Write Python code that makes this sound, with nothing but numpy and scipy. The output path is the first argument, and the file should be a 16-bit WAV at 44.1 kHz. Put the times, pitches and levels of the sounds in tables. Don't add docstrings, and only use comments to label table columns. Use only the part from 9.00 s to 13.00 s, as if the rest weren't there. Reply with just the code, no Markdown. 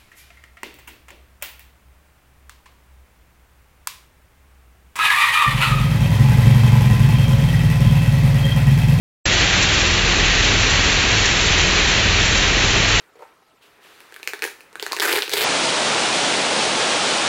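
import sys
import numpy as np
from scipy import signal
from scipy.fft import rfft, irfft
from scipy.io import wavfile

SR = 44100
rng = np.random.default_rng(int(sys.argv[2]) if len(sys.argv) > 2 else 0)


def generate_wav(sig):
    pcm = np.round(np.clip(np.atleast_2d(sig).T, -1, 1) * 32767).astype(np.int16)
    wavfile.write(sys.argv[1], SR, pcm)


N = 176400

# (frequency [Hz], relative density [dB per Hz])
STEEL_SPECTRUM = [(200, -20), (400, -11.5), (800, -11), (1300, -8), (1800, -4), (2250, -3), (2620, -1),
                  (3200, -2.5), (4100, -4.5), (4500, -7.5), (4900, -13.5), (6000, -7), (7600, -14)]
# (time [s], relative level [dB])
LOAD_CURVE = [(0.3, -18), (0.32, -17), (0.85, -17.5), (0.88, -21.5), (0.95, -15), (0.96, -18.5),
              (2.16, -16.5), (2.38, -19), (2.41, -16.5), (2.44, -17.5), (3.93, -18), (3.95, -18.5)]
# (frequency [Hz], relative level [dB], decay by 60 dB [s])
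SPINDLE_MODES = [(356.5, -6, .1), (402.4, -5, 0.13), (419.4, -8.5, 0.17), (1623, -5, 0.071),
                 (1780, -3.5, 0.064), (1888, 1, .06), (1960, -3, 0.061), (2115, -6, .06), (2390, -7.5, .04),
                 (2540, -1.5, 0.075), (2648, -1.5, 0.07), (2730, -4.5, .06), (5780, -13.5, 0.05)]
# (frequency [Hz], relative density [dB per Hz])
THREAD_SPECTRUM = [(2000, -33), (4700, -13.5), (5400, 0.5), (6100, -4), (6800, -0.5), (7600, -1.5)]
# (time [s], level [dB])
THREAD_CURVE = [(0.3, -23.5), (0.81, -21.5), (1.01, -32), (1.19, -25), (1.4, -27), (1.42, -34), (1.44, -21),
                (1.7, -24.5), (2.62, -22), (2.65, -35), (2.67, -25.5), (3.04, -28), (3.46, -22.5),
                (3.49, -28), (3.81, -22), (3.83, -33), (3.94, -17), (3.95, -22.5)]
# (frequency [Hz], relative density [dB per Hz])
RUMBLE_SPECTRUM = [(10, -9.5), (25, -8.5), (38, -10), (55, -3), (72, -2), (110, -2.5), (145, -2), (240, -8),
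                   (380, -8), (520, -11.5), (700, -16), (1200, -30)]
# (frequency [Hz], rms level [dB])
HUM_TONES = [(34.5, -41.5), (46.6, -42.5), (52, -36), (61, -34.5), (68, -40), (124, -40.5), (143, -41.5),
             (207, -43), (318, -47.5)]
# (time [s], level [dB])
THROB_CURVE = [(0.3, -28.5), (0.64, -31), (1.11, -22), (1.15, -27), (1.21, -22), (2.02, -26.5), (2.06, -35),
               (2.22, -29), (2.92, -24.5), (3.0, -41), (3.09, -24), (3.95, -25.5)]
# (time [s], level [dB])
GROWL_CURVE = [(0.3, -30), (0.93, -26), (1.04, -45), (1.24, -24), (1.3, -36.5), (1.84, -25.5),
               (2.23, -42.5), (2.55, -24.5), (2.91, -50), (3.08, -23), (3.81, -36), (3.95, -30.5)]
# (time [s], level [dB])
BOOM_CURVE = [(0.3, -32), (0.33, -34), (0.46, -28), (1.31, -35), (1.61, -23), (1.66, -29), (2.08, -37),
              (2.13, -24.5), (2.64, -36.5), (2.67, -38), (2.89, -41), (3.0, -24.5), (3.31, -27.5),
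              (3.38, -42), (3.77, -27), (3.95, -27)]
# (time [s], level [dB])
DRONE_CURVE = [(0.3, -45), (0.6, -32), (0.71, -51), (0.87, -33), (2.51, -44), (2.63, -28.5), (2.8, -39.5),
               (3.83, -36), (3.89, -56), (3.95, -41)]
# (frequency [Hz], relative density [dB per Hz])
DIN_SPECTRUM = [(100, -5.5), (450, -6), (750, -6), (1100, -5), (1800, -1.5), (2700, -2), (4100, -3.5),
                (4900, -10), (7600, -17)]

START_S, EDGE_HZ = .2555, 7580
CLATTER_DB, SPINDLE_DB, RUMBLE_DB, DIN_DB = -19, -27.5, -26, -19.5
THREAD_TRIM_DB, THROB_TRIM_DB, GROWL_TRIM_DB, BOOM_TRIM_DB, DRONE_TRIM_DB = -1, -1, -1, 0, -0.5
KNOCKS_PER_S, KNOCK_SPREAD_DB = 2800, 1.8
LOAD_FOLLOW = 0.74
ORBIT_S, ORBIT_DB = 1.194, 3
PART_T60_S, PART_COLOUR_DB = 0.018, 3.5
HALL_T60_S, HALL_DB = 0.26, 1
SURGE_HZ, WAVER_HZ = 25, 4.2
SURGE_DB, THREAD_FLUTTER_DB, RUMBLE_SWELL_DB, HUM_WAVER_DB = 0.8, 4.5, 1.65, 2.5
TONE_DRIFT_HZ = 0.53
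SHAFT_HZ, DRONE_HZ = 20.72, 186


def amp(db):
    return 10 ** (np.asarray(db) / 20)


def unit(x):
    return x / np.sqrt(np.mean(x ** 2) + 1e-20)


def colour(x, spectrum):
    hz, db = np.transpose(spectrum)
    f = np.fft.rfftfreq(len(x), 1 / SR)
    gain = amp(np.interp(np.log(f + 1), np.log(hz), db))
    return unit(irfft(rfft(x) * gain, len(x)))


def coloured_noise(spectrum):
    return colour(rng.standard_normal(N), spectrum)


def wander(top_hz):
    f = np.fft.rfftfreq(N, 1 / SR)
    gain = (f > .5) / (1 + (f / top_hz) ** 4)
    return unit(irfft(rfft(rng.standard_normal(N)) * gain, N))


def level(curve):
    return np.interp(np.arange(N) / SR, *np.transpose(curve))


def tone(hz):
    drifting_hz = hz + TONE_DRIFT_HZ * wander(WAVER_HZ)
    turns = np.cumsum(drifting_hz) / SR + rng.random()
    return unit(np.sin(2 * np.pi * turns))


def decay(t, t60):
    return np.exp(-np.log(1000) * t / t60)


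def knocks(per_s):
    force = amp(KNOCK_SPREAD_DB * np.minimum(rng.exponential(1, N), 4))
    sign = rng.choice([-1., 1.], N)
    return force * sign * (rng.random(N) < per_s / SR)


def part_ring(size=2048, count=24):
    f = np.fft.rfftfreq(size, 1 / SR)
    tint = np.interp(f, np.linspace(0, EDGE_HZ, count), rng.standard_normal(count))
    ring = irfft(rfft(rng.standard_normal(size)) * amp(PART_COLOUR_DB * tint))
    return unit(ring * decay(np.arange(size) / SR, PART_T60_S))


def hall_echo(x):
    t = np.arange(SR // 3) / SR
    tail = rng.standard_normal(len(t)) * decay(t, HALL_T60_S)
    direct = t == 0
    return signal.fftconvolve(x, direct + amp(HALL_DB) * tail / np.linalg.norm(tail))


def carriers(load, count=48):
    t, clatter = np.arange(N) / SR, np.zeros(N)
    for k in range(count):
        lap = t / ORBIT_S + k / count
        nearness = amp(ORBIT_DB * np.cos(2 * np.pi * lap))
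        strikes = knocks(KNOCKS_PER_S / count) * load * nearness
        clatter += signal.oaconvolve(strikes, hall_echo(part_ring()))[:N]
    return amp(CLATTER_DB) * colour(clatter, STEEL_SPECTRUM)


def spindles(load, size=8192):
    t, ringing = np.arange(size) / SR, np.zeros(N)
    for hz, db, t60 in SPINDLE_MODES:
        mode = np.sin(2 * np.pi * hz * t) * decay(t, t60)
        strikes = knocks(KNOCKS_PER_S / len(SPINDLE_MODES)) * load
        ringing += amp(db) * unit(signal.oaconvolve(strikes, mode)[:N])
    return amp(SPINDLE_DB) * unit(ringing)


def threads():
    flutter = amp(THREAD_FLUTTER_DB * wander(SURGE_HZ))
    hiss = unit(coloured_noise(THREAD_SPECTRUM) * flutter)
    return hiss * amp(level(THREAD_CURVE) + THREAD_TRIM_DB)


def frame_rumble():
    swell = amp(RUMBLE_SWELL_DB * wander(SURGE_HZ))
    return amp(RUMBLE_DB) * unit(coloured_noise(RUMBLE_SPECTRUM) * swell)


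def drive_hum():
    hum = np.zeros(N)
    for hz, db in HUM_TONES:
        waver = amp(HUM_WAVER_DB * wander(WAVER_HZ))
        hum += amp(db) * unit(tone(hz) * waver)
    return hum


def drive_shaft():
    throb = tone(2 * SHAFT_HZ) * amp(level(THROB_CURVE) + THROB_TRIM_DB)
    growl = tone(4 * SHAFT_HZ) * amp(level(GROWL_CURVE) + GROWL_TRIM_DB)
    boom = tone(5 * SHAFT_HZ) * amp(level(BOOM_CURVE) + BOOM_TRIM_DB)
    drone = tone(DRONE_HZ) * amp(level(DRONE_CURVE) + DRONE_TRIM_DB)
    return throb + growl + boom + drone


def hall_din():
    return amp(DIN_DB) * coloured_noise(DIN_SPECTRUM)


def scene():
    load = unit(amp(LOAD_FOLLOW * level(LOAD_CURVE) + SURGE_DB * wander(SURGE_HZ)))
    machine = carriers(load) + spindles(load) + threads()
    machine += frame_rumble() + drive_hum() + drive_shaft()
    return (machine + hall_din())[None]


def record(dry):
    on = np.arange(N) / SR >= START_S
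    lowpass = signal.firwin(1501, EDGE_HZ, window=("kaiser", 9), fs=SR)
    return signal.oaconvolve(dry * on, lowpass[None], "same")


dry = scene()
out = record(dry)
generate_wav(out)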